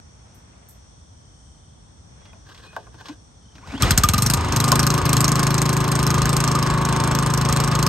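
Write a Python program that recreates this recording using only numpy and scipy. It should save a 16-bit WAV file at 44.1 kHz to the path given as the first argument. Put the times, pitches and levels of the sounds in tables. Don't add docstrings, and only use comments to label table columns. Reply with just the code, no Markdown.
import sys
import numpy as np
from scipy import signal
from scipy.fft import rfft, irfft
from scipy.io import wavfile
from scipy.ndimage import uniform_filter1d

SR = 44100
rng = np.random.default_rng(int(sys.argv[2]) if len(sys.argv) > 2 else 0)


def wrap_up_sound(samples):
    columns = np.atleast_2d(samples).T
    tamed = np.clip(columns, -1, 1)
    steps = np.round(tamed * 32767).astype(np.int16)
    wavfile.write(sys.argv[1], SR, steps)


N = 347508


def undb(db):
    return 10 ** (np.asarray(db) / 20)


def level(x, db):
    return x * undb(db) / np.sqrt(np.mean(x ** 2))


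def over_hz(table):
    hz, value = np.transpose(table)
    return np.interp(np.log(np.arange(N // 2 + 1) * SR / N + 1), np.log(hz + 1), value)


def colour(x, table):
    return irfft(rfft(x) * undb(over_hz(table)), N)


def band(x, hz, width):
    return signal.lfilter(*signal.iirpeak(hz, hz / width, SR), x)


def fade(x, t60):
    return signal.lfilter([1], [1, -np.exp(-np.log(1000) / (t60 * SR))], x)


def impulses(times, gains):
    x = np.zeros(N + SR)
    x[(np.asarray(times) * SR).astype(int)] = gains
    return x[:N]


def noise():
    return rng.standard_normal(N)


def walk(rate):
    k = int(SR / rate)
    steps = np.repeat(rng.standard_normal(N // k + 1), k)
    return 1.3 * uniform_filter1d(uniform_filter1d(steps, k), k)[:N]


def curves(table, outside):
    s, *columns = np.transpose(table)
    return [np.interp(np.arange(N) / SR, s, c, outside, c[-1]) for c in columns]


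def pair(a, b, like):
    c = np.clip(over_hz(like), -.99, .99)
    mid = rfft(a) * np.sqrt((1 + c) / 2)
    side = 1j * rfft(b) * np.sqrt((1 - c) / 2)
    return np.array([mid + side, mid - side])


# [f/Hz, level/dB]
WASH_COLOUR = [(100, -12), (250, -4), (400, -11), (850, -10), (2700, -26.5), (9000, -30), (9900, -62),
               (16000, -75)]
# [t/s, level/dB]
TRAFFIC_RIDE = [(0, -46.5), (1, -47), (2, -44.5), (3, -44.5), (4, -49.5)]
# [f/Hz, width/Hz, level/dB before flutter]
INSECT_BANDS = [(3390, 600, -65), (4340, 120, -71.5), (5800, 1020, -57), (8410, 1160, -63)]
WASH_DB, TRAFFIC_SWELL_DB = -52.5, 0.5
MOWER_RUMBLE_DB, MOWER_RUMBLE_FROM_S, MOWER_RUMBLE_RISE_S = -77, 4, 0.17


def yard():
    wash = level(colour(noise(), WASH_COLOUR), WASH_DB) * undb(0.5 * walk(3.6))
    low_colour = [(20, -47), (38, -7), (60, 4.5), (110, 1.0), (220, -12), (400, -64.0)]
    low_noise = level(colour(noise(), low_colour), 0)
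    traffic = undb(curves(TRAFFIC_RIDE, -45)[0] + TRAFFIC_SWELL_DB * walk(5.72))
    rise = np.clip((np.arange(N) / SR - MOWER_RUMBLE_FROM_S) / MOWER_RUMBLE_RISE_S, 0, 1)
    mower_rumble = undb(MOWER_RUMBLE_DB) * rise ** 2
    out = wash + low_noise * (traffic + mower_rumble)
    for hz, width, db in INSECT_BANDS:
        out += level(band(band(noise(), hz, width), hz, width), db) * undb(1.4 * walk(5.12))
    return out


# [middle t/s, length/s, level/dB]
RUSTLE_SWELLS = [(.1, 1, -59), (.6, 1, -55.5), (2.253, 0.56, -54.5), (2.9, .5, -62)]
# [f/Hz, level/dB]
RUSTLE_COLOUR = [(200, -16), (500, 4), (900, 1), (2000, -4.5), (3000, -8.5), (6000, -30), (16000, -60)]


def rustle():
    t = np.arange(N) / SR
    swells = sum(undb(db) * np.cos(np.pi * np.clip((t - s) / length, -.5, .5)) ** 2
                 for s, length, db in RUSTLE_SWELLS)
    return swells * level(colour(noise() * undb(2.2 * walk(80)), RUSTLE_COLOUR), 0)


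# [t/s, strike level/dB]
HIGH_HISSES = [(0.345, -44), (0.6868, -33.5)]
# [start t/s, length/s, f/Hz, relative level/dB]
GRIP_SQUEAKS = [(2.19, .18, 3320, -55.5), (2.25, .1, 2050, -60), (2.61, .19, 2500, -51.5),
                (2.78, .07, 2500, -63), (2.6, .13, 4100, -54), (3.09, .05, 2520, -54),
                (3.1, .035, 2100, -56)]
# [loudest t/s, level/dB, swell in dB/s, dying away in dB/s]
HAND_SLIDES = [(2.256, -73, 70, 25), (2.53, -43, 164, 57), (2.66, -45.5, 150, 90), (2.75, -47, 300, 110),
               (3.01, -47.5, 150, 206), (3.098, -42.5, 104, 270)]
# [t/s, body level/dB, hollow level/dB, bright level/dB], relative strengths
GRIP_KNOCKS = [(2.254, -50, -62, -44), (2.332, -42, -67, -62), (2.507, -44, -54, -60),
               (2.546, -48, -63, -39), (2.577, -57, -64, -41), (2.659, -45, -67, -55),
               (2.731, -37, -69, -65), (2.765, -21, -55, -40), (2.868, -37.5, -66, -54),
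               (2.944, -39.5, -44, -48), (3.01, -37, -59, -45), (3.057, -46, -62, -33.5),
               (3.085, -36.5, -35, -33), (3.094, -38, -25, -48), (3.554, -48, -46, -41),
               (3.582, -43.5, -41, -49), (3.673, -39, -49, -38), (3.721, -36, -29, -36),
               (3.737, -30, -18, -47), (3.777, -31, -38, -31.5), (4.724, -11.5, -26, -18)]
# [f/Hz, level/dB, t60/s]
HOUSING_MODES = [(425.6, -11, 0.35), (649, -3.5, 0.13), (885, 0.5, 0.088), (1057, 2, 0.061),
                 (1470, 0, 0.081), (1614, -5.5, 0.05), (2484, -5.5, 0.026)]
HOLLOW_HZ, HOLLOW_FADE_S = 301, 0.066
TAUT_S, TAUT_HZ = 3.5, 272


def handling():
    s, body_db, hollow_db, bright_db = np.transpose(GRIP_KNOCKS)
    t = np.arange(N) / SR
    bright = band(band(band(noise(), 2900, 3900), 3100, 6700), 3300, 6500)
    out = fade(impulses(s, undb(bright_db)), 0.08) * 2.0 * bright
    for hz, mode_db, t60 in HOUSING_MODES:
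        strikes = impulses(s, undb(body_db + 4.6 * rng.standard_normal(len(s))))
        tone = np.sin(2 * np.pi * hz * t + 1.4 * walk(250))
        out += .5 * undb(mode_db) * fade(strikes, t60) * tone
    hollow = fade(fade(impulses(s, undb(hollow_db)), HOLLOW_FADE_S), HOLLOW_FADE_S)
    hollow_hz = np.where(t < TAUT_S, HOLLOW_HZ, TAUT_HZ)
    out += 0.0045 * hollow * np.sin(2 * np.pi * hollow_hz * t + 0.76 * walk(90))

    rub_db = np.max([top_db - np.maximum(rise * (at - t), fall * (t - at))
                     for at, top_db, rise, fall in HAND_SLIDES], axis=0)
    slips = noise() * undb(3.8 * walk(90))
    rub = 1.0 * band(band(slips, 1600, 190), 1500, 400)
    rub += 0.72 * band(slips, 1100, 350) + .6 * band(slips, 480, 230)
    rub += 0.22 * band(band(band(slips, 2800, 2900), 3000, 4700), 3100, 4800)
    out += undb(rub_db) * level(rub, 0)

    for start, length, hz, tone_db in GRIP_SQUEAKS:
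        swell = np.sin(np.pi * np.clip((t - start) / length, 0, 1)) ** 1.5
        tone = np.sin(2 * np.pi * hz * t + .9 * walk(150))
        out += undb(tone_db + 1 + 2 * walk(40)) * swell * tone
    s, hiss_db = np.transpose(HIGH_HISSES)
    hiss = band(band(noise(), 12800, 3500), 8000, 5000)
    return out + 1.24 * fade(impulses(s, undb(hiss_db)), 0.19) * hiss


# [start t/s, length/s, level/dB]
CRICKET_CHIRRS = [(1.05, 0.81, -65.5), (3.42, .15, -58.5)]


def cricket():
    t = np.arange(N) / SR
    strokes = np.sin(2 * np.pi * np.cumsum(33 + walk(3.7)) / SR)
    throb = np.maximum(strokes + .6, 0)
    chirrs = sum(undb(db) * np.sqrt(np.abs(np.sin(np.pi * np.clip((t - s) / length, 0, 1))))
                 for s, length, db in CRICKET_CHIRRS)
    return chirrs * level(throb * np.sin(2 * np.pi * 3110 * t + 1.0 * walk(250)), 0)


# [t/s, rasp level/dB, whine f/Hz, whine level/dB]
CORD_PULL = [(3.52, -58, 704, -82), (3.61, -47, 848, -76), (3.635, -45, 982, -39), (3.67, -38, 1520, -49),
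             (3.695, -36, 2037, -48), (3.72, -34, 2460, -47), (3.755, -27, 2920, -44),
             (3.785, -41, 3360, -48), (3.81, -19.5, 3470, -63), (3.84, -17.5, 3500, -75),
             (4.0, -24.5, 3570, -84)]
# [multiple of the whine pitch, level/dB]
WHINE_PARTIALS = [(0.501, -17), (1, 1.5), (1.5, -14), (2.3, -15)]


def cord():
    rasp_db, hz, whine_db = curves(CORD_PULL, -99)
    rasp_colour = [(100, 16.0), (500, 1.0), (1300, 1.0), (4000, -8.5), (9000, -18.5), (10300, -22.0),
                   (13000, -34)]
    rasp = level(colour(noise(), rasp_colour), 0)
    whine = 0
    for multiple, db in WHINE_PARTIALS:
        turns = np.cumsum(multiple * hz * (1 + .035 * walk(600))) / SR
        whine = whine + undb(db + 4.5 * walk(70)) * np.sin(2 * np.pi * turns)
    return undb(rasp_db + 2.34 * walk(60)) * rasp + undb(whine_db) * whine


# [t/s, firing rate f/Hz]
ENGINE_SPEED = [(3.822, 10.15), (4.123, 21.31), (4.333, 28.0), (4.573, 25.07), (4.831, 27.38),
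                (5.014, 26.21), (5.243, 26.68), (5.9, 26.83), (6.173, 26.16), (6.307, 27.35),
                (6.503, 26.76), (7.141, 26.7), (7.88, 26.47)]


def firings():
    turns = np.cumsum(curves(ENGINE_SPEED, 0)[0]) / SR
    t = np.arange(N) / SR
    times = np.interp(np.arange(int(turns[-1]) + 1), turns[turns > 0], t[turns > 0])
    k = np.maximum(np.searchsorted(times, t) - 1, 0)
    period = np.diff(times, append=2 * times[-1] - times[-2])
    return times, k, t - times[k], (t - times[k]) / period[k]


# [t/s, level/dB before losses and scatter]
THROTTLE_RIDE = [(3.82, -12.5), (3.97, -10.5), (4.09, -13.5), (4.3, -14.5), (4.6, -16.5), (4.94, -18),
                 (5.09, -18), (5.8, -21.5), (6.2, -21), (6.78, -25.5), (7.3, -24), (7.56, -21),
                 (7.7, -23.5), (7.85, -20)]
# [t/s, ring change/dB, crack change/dB]
WEAK_CHARGES = [(4.524, -6.5, -6.5), (4.978, -9, -5), (5.841, -6, -4.5)]
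MISSED_CHARGES = [4.374, 4.411, 4.449, 4.486, 5.016]
MISSED_RING_DB, MISSED_CRACK_DB, MISSED_HZ = -15.5, -32.5, 92
RING_DB, RING_SLOW_DB, RING_PER_CRACK = -3, 12.5, 0.38
COLD_HZ, HOT_HZ, WARMING = 120, 138.5, 0.21


def charges(times):
    def nearest(s):
        return np.argmin(abs(times - s))

    gap = np.gradient(times)
    crack_db = np.interp(times, *np.transpose(THROTTLE_RIDE))
    ring_db = RING_DB + RING_SLOW_DB * np.log10(gap / gap[-1]) + RING_PER_CRACK * crack_db
    for s, ring_change_db, crack_change_db in WEAK_CHARGES:
        ring_db[nearest(s)] += ring_change_db
        crack_db[nearest(s)] += crack_change_db
    burnt = np.ones(len(times))
    burnt[[nearest(s) for s in MISSED_CHARGES]] = 0
    warmth = signal.lfilter([WARMING], [1, WARMING - 1], burnt)
    ring_hz = COLD_HZ + (HOT_HZ - COLD_HZ) * warmth
    return (np.where(burnt, ring_db, MISSED_RING_DB), np.where(burnt, crack_db, MISSED_CRACK_DB),
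            np.where(burnt, ring_hz, MISSED_HZ))


# [t/s, level/dB]
WHIR_RIDE = [(3.8, -37), (3.9, -33.5), (3.98, -42.5), (4.38, -28.5), (4.62, -27.5), (4.73, -24),
             (4.85, -25.5), (7.88, -25.5)]
# [f/Hz, level/dB]
AIR_COLOUR = [(40, -25), (120, -29), (300, -9.5), (600, -8.5), (900, -9.5), (2000, -15.5), (4000, -22),
              (9000, -52), (10300, -95), (13000, -74), (16000, -80)]
# [share of the cycle, level/dB before scatter]
VALVE_RAPS = [(.06, -8), (.27, -6.5), (.5, -11.5), (.79, -10.5), (.88, -4.5)]
# [f/Hz, width/Hz, relative level/dB]
SHROUD_MODES = [(965, 48, 6), (1048.5, 93, 8), (1071, 20, 1.5), (1214.4, 29.6, 9), (1467, 66, 0),
                (1644, 64, -0.5)]
# [f/Hz, width/Hz, relative level/dB]
DECK_MODES = [(234.6, 25, -3.5), (375.7, 36, -1), (423, 62, -4), (525, 81, -5), (710, 100, -0.5)]


def machinery(times, share, crack_db):
    whir = undb(curves(WHIR_RIDE, -99)[0])
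    gap = np.gradient(times)
    unsteady_db = 1.5 * rng.standard_normal((len(times), len(VALVE_RAPS)))
    raps = sum(impulses(times + at * gap, undb(db + unsteady_db[:, j]))
               for j, (at, db) in enumerate(VALVE_RAPS))
    bang_db = crack_db + 6.5 * rng.standard_normal(len(times))
    bang = undb(21.5) * band(band(impulses(times + 0.00295, undb(bang_db)), 1216.0, 33.0), 1214, 145)
    deck = sum((-1) ** j * undb(db) * band(band(raps, hz, w), hz, 2 * w) / w
               for j, (hz, w, db) in enumerate(DECK_MODES))
    out = []
    for _ in range(2):
        push = 0.55 * noise() + 55 * raps
        tin = sum(undb(db) * band(band(push, hz, w), hz, 3 * w) for hz, w, db in SHROUD_MODES)
        hits = (rng.random(N) < 260 / SR) * noise()
        clatter = fade(hits, 0.0066) * band(band(noise(), 1600, 2500), 2100, 5000)
        pulse_db = walk(20) + 4.2 * np.cos(2 * np.pi * (share - .2))
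        air = level(colour(noise(), AIR_COLOUR), -4.5) * undb(pulse_db)
        gear = level(tin, -2.0) + air + level(clatter, -25.0) + level(deck, -8.0)
        out.append(whir * gear + 10 * bang)
    return out


HUM_MULTIPLES = [7, 9, 10, 11, 14, 15, 17, 21, 28, 34, 36, 39, 40, 42, 46]
# [level/dB over the whir ride, before wavering]
HUM_LEVELS = [-13, -12.5, -21, -11.5, -11, -17, -29, -20, -13, -8, -14, -18, -11.5, -8, -13]


def hum(k, share):
    tones = sum(undb(db + 3.1 * walk(3.6)) * np.sin(2 * np.pi * order * (k + share))
                for order, db in zip(HUM_MULTIPLES, HUM_LEVELS))
    return np.sqrt(2) * undb(curves(WHIR_RIDE, -99)[0]) * tones


# [f/Hz, level/dB]
CRACK_COLOUR = [(880, -4), (1500, -1), (1880, -14), (2740, -7.5), (3060, -15.5), (4920, -5.5), (6430, -5),
                (7100, -8.5), (8740, -3.5), (10200, -17.5), (12000, -16.5), (13500, -11), (14200, -37),
                (16000, -45)]
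BRIGHTEN = 0.42
INTAKE_SHARE, INTAKE_DB = 0.917, -23.5


def cracks(times, k, crack_db):
    blows = impulses(times, undb(crack_db))
    burst = fade(fade(blows, 0.0078), 0.011) * 0.065
    echo = np.roll(burst, int(0.0071 * SR))
    shape = burst + undb(-10) * echo + undb(-11.5) * fade(blows, 0.12)
    intake = impulses(times + INTAKE_SHARE * np.gradient(times), undb(crack_db + INTAKE_DB))
    shape += fade(intake, 0.08)
    grain = undb(2.5 * walk(500))
    centres = 1500 * 1.18 ** np.arange(15)
    tint = undb(2.7 * rng.standard_normal((len(times), len(centres))))
    tint /= np.sqrt(np.mean(tint ** 2, axis=1, keepdims=True))
    tint *= undb(BRIGHTEN * np.outer(crack_db - crack_db.mean(), centres > 10000))
    out = []
    for _ in range(2):
        gas = sum(tint[k, j] * band(noise(), hz, hz / 8) for j, hz in enumerate(centres))
        out.append(undb(1) * shape * grain * level(colour(gas, CRACK_COLOUR), 0))
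    return out


# [f/Hz, width/Hz, relative level/dB]
PIPE_MODES = [(110, 70, -37), (494, 84, -7), (550, 21, -14), (790, 60, -0.5), (955, 15, -6)]
RING_S, RING_S_PER_DB = 0.011, -2.5
SAG_S, SAG_UP, SAG_DOWN, SLOW_MOST = 0.0055, 3.7, 1.01, 0.68


def exhaust(times, k, age, ring_db, ring_hz, crack_db):
    age = np.maximum(age - .002, 0)
    gap = np.gradient(times)
    quick = gap[-1] / gap
    hard = 0.04 * np.maximum(crack_db + 17, 0)
    slow = np.clip(1 / quick - 1 + hard, 0, SLOW_MOST)[k]
    sag = SAG_UP * SAG_S * (1 - np.exp(-age / SAG_S)) - SAG_DOWN * age
    cycles = ring_hz[k] * (age + slow * sag)
    cycles += (0.34 - 0.93 * slow) * (1 - np.exp(-age / 0.0013))
    dies = np.clip(RING_S * undb(RING_S_PER_DB * (crack_db + 14)), 0.008, 0.035)
    swell = (1 + 0.7 * slow) * (1 - np.exp(-age / (0.001 + 0.004 * slow))) ** 2
    swell *= np.exp(-age / (dies[k] + 0.007 * slow))
    swell /= 1 + np.exp(np.clip((age - 0.0245 - 0.02 * slow) / 0.0015, -30, 30))
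    ring = -1.3 * undb(ring_db[k]) * swell * np.sin(2 * np.pi * cycles)
    blows = impulses(times + 0.00312, undb(ring_db))
    pipe = sum((-1) ** j * undb(db) * band(blows, hz, w) * 400 / w
               for j, (hz, w, db) in enumerate(PIPE_MODES))
    pump = impulses(times + 0.446 * gap, 1.0) - impulses(times + 0.414 * gap, 0.12)
    thump = impulses(times + 0.0068, undb(ring_db) * (1 / quick - 1))
    low_pump = undb(31.5) * band(band(pump, 63, 55), 24, 73)
    low_thump = undb(29) * band(band(thump, 75, 36), 68, 87)
    return ring + undb(4.5) * pipe + low_pump + low_thump


# [f/Hz, width/Hz (not played), level/dB (quartered when played)]
CASING_MODES = [(2810, 130, -10), (3260, 86, 18), (4160, 41, 29), (4045, 52, 28), (5030, 230, 2),
                (5570, 49, 24), (6500, 540, -4), (7500, 380, -5), (9040, 300, -9)]
CASING_DB, CASING_SCATTER_DB, CASING_LATE_S = 7.5, 4, 0.014


def casing(times, crack_db):
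    chance = rng.random((len(times), len(CASING_MODES)))
    scatter = CASING_SCATTER_DB * rng.standard_normal((len(times), len(CASING_MODES)))
    out = np.zeros(N)
    for j, (hz, _, db) in enumerate(CASING_MODES):
        hit_db = crack_db + CASING_DB - 17 + db / 4 + scatter[:, j]
        hits = impulses(times + CASING_LATE_S * chance[:, j], undb(hit_db))
        out += SR / 300 * band(hits, hz, 120) / 3.6
    return out


def engine():
    times, k, age, share = firings()
    ring_db, crack_db, ring_hz = charges(times)
    chance = rng.standard_normal((len(times), 2)).T
    low = exhaust(times, k, age, ring_db + 0.1 * chance[0], ring_hz, crack_db) + hum(k, share)
    high = np.add(cracks(times, k, crack_db + 0.94 * chance[1]), machinery(times, share, crack_db))
    low += casing(times, crack_db)
    return high[0] + low, high[1] + low


# [f/Hz, likeness from -1 to 1]
NEAR_LIKENESS = [(60, 0.95), (250, 1), (500, 0.97), (1000, 0.82), (2000, 1), (4000, 0.7), (8000, 1),
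                 (15000, 0.99)]
# [f/Hz, likeness from -1 to 1]
YARD_LIKENESS = [(60, 0.92), (130, 0.85), (290, 0.54), (640, -0.36), (1410, -0.045), (3100, -0.13),
                 (6820, 0.28), (15000, -0.22)]
# [f/Hz, left minus right level/dB]
NEAR_LEAN = [(60, -1), (110, 2), (200, 1), (380, 3), (700, -1), (1290, 1), (2380, -1), (4400, 0.5),
             (8120, 0), (15000, 0)]
# [f/Hz, left lead/rad]
NEAR_LEAD = [(0, -3), (690, 0.9658), (1550, -0.9), (4740, -1), (5430, 1.27), (6120, 0.9), (7060, -1.5),
             (8350, 1.06), (9910, 2.5), (11300, 4.5), (12100, 7.5), (13700, 7), (14600, 15), (16100, -21)]
YARD_LEAN_DB = 0.5


def scene():
    hand = cord() + handling()
    a, b = engine()
    end = np.minimum(np.arange(N, 0, -1) / (.004 * SR), 1)
    near = pair(end * (a + hand), end * (b + np.roll(hand, 90)), NEAR_LIKENESS)
    lean, lead = over_hz(NEAR_LEAN) / 2, over_hz(NEAR_LEAD) / 2
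    near *= undb([lean, -lean]) * np.exp(1j * np.array([lead, -lead]))
    around = pair(yard() + cricket() + rustle(), yard() + rustle(), YARD_LIKENESS)
    around *= undb([[YARD_LEAN_DB / 2], [-YARD_LEAN_DB / 2]])
    return irfft(near + around, N)


TOP_HZ = 16300


def record(dry):
    dry = signal.sosfilt(signal.butter(6, 44, "high", fs=SR, output="sos"), dry)
    rounded = 1.088 * np.tanh(dry / 1.55)
    return signal.sosfilt(signal.ellip(8, .2, 70, TOP_HZ, fs=SR, output="sos"), rounded)


dry = scene()
out = record(dry)
wrap_up_sound(out)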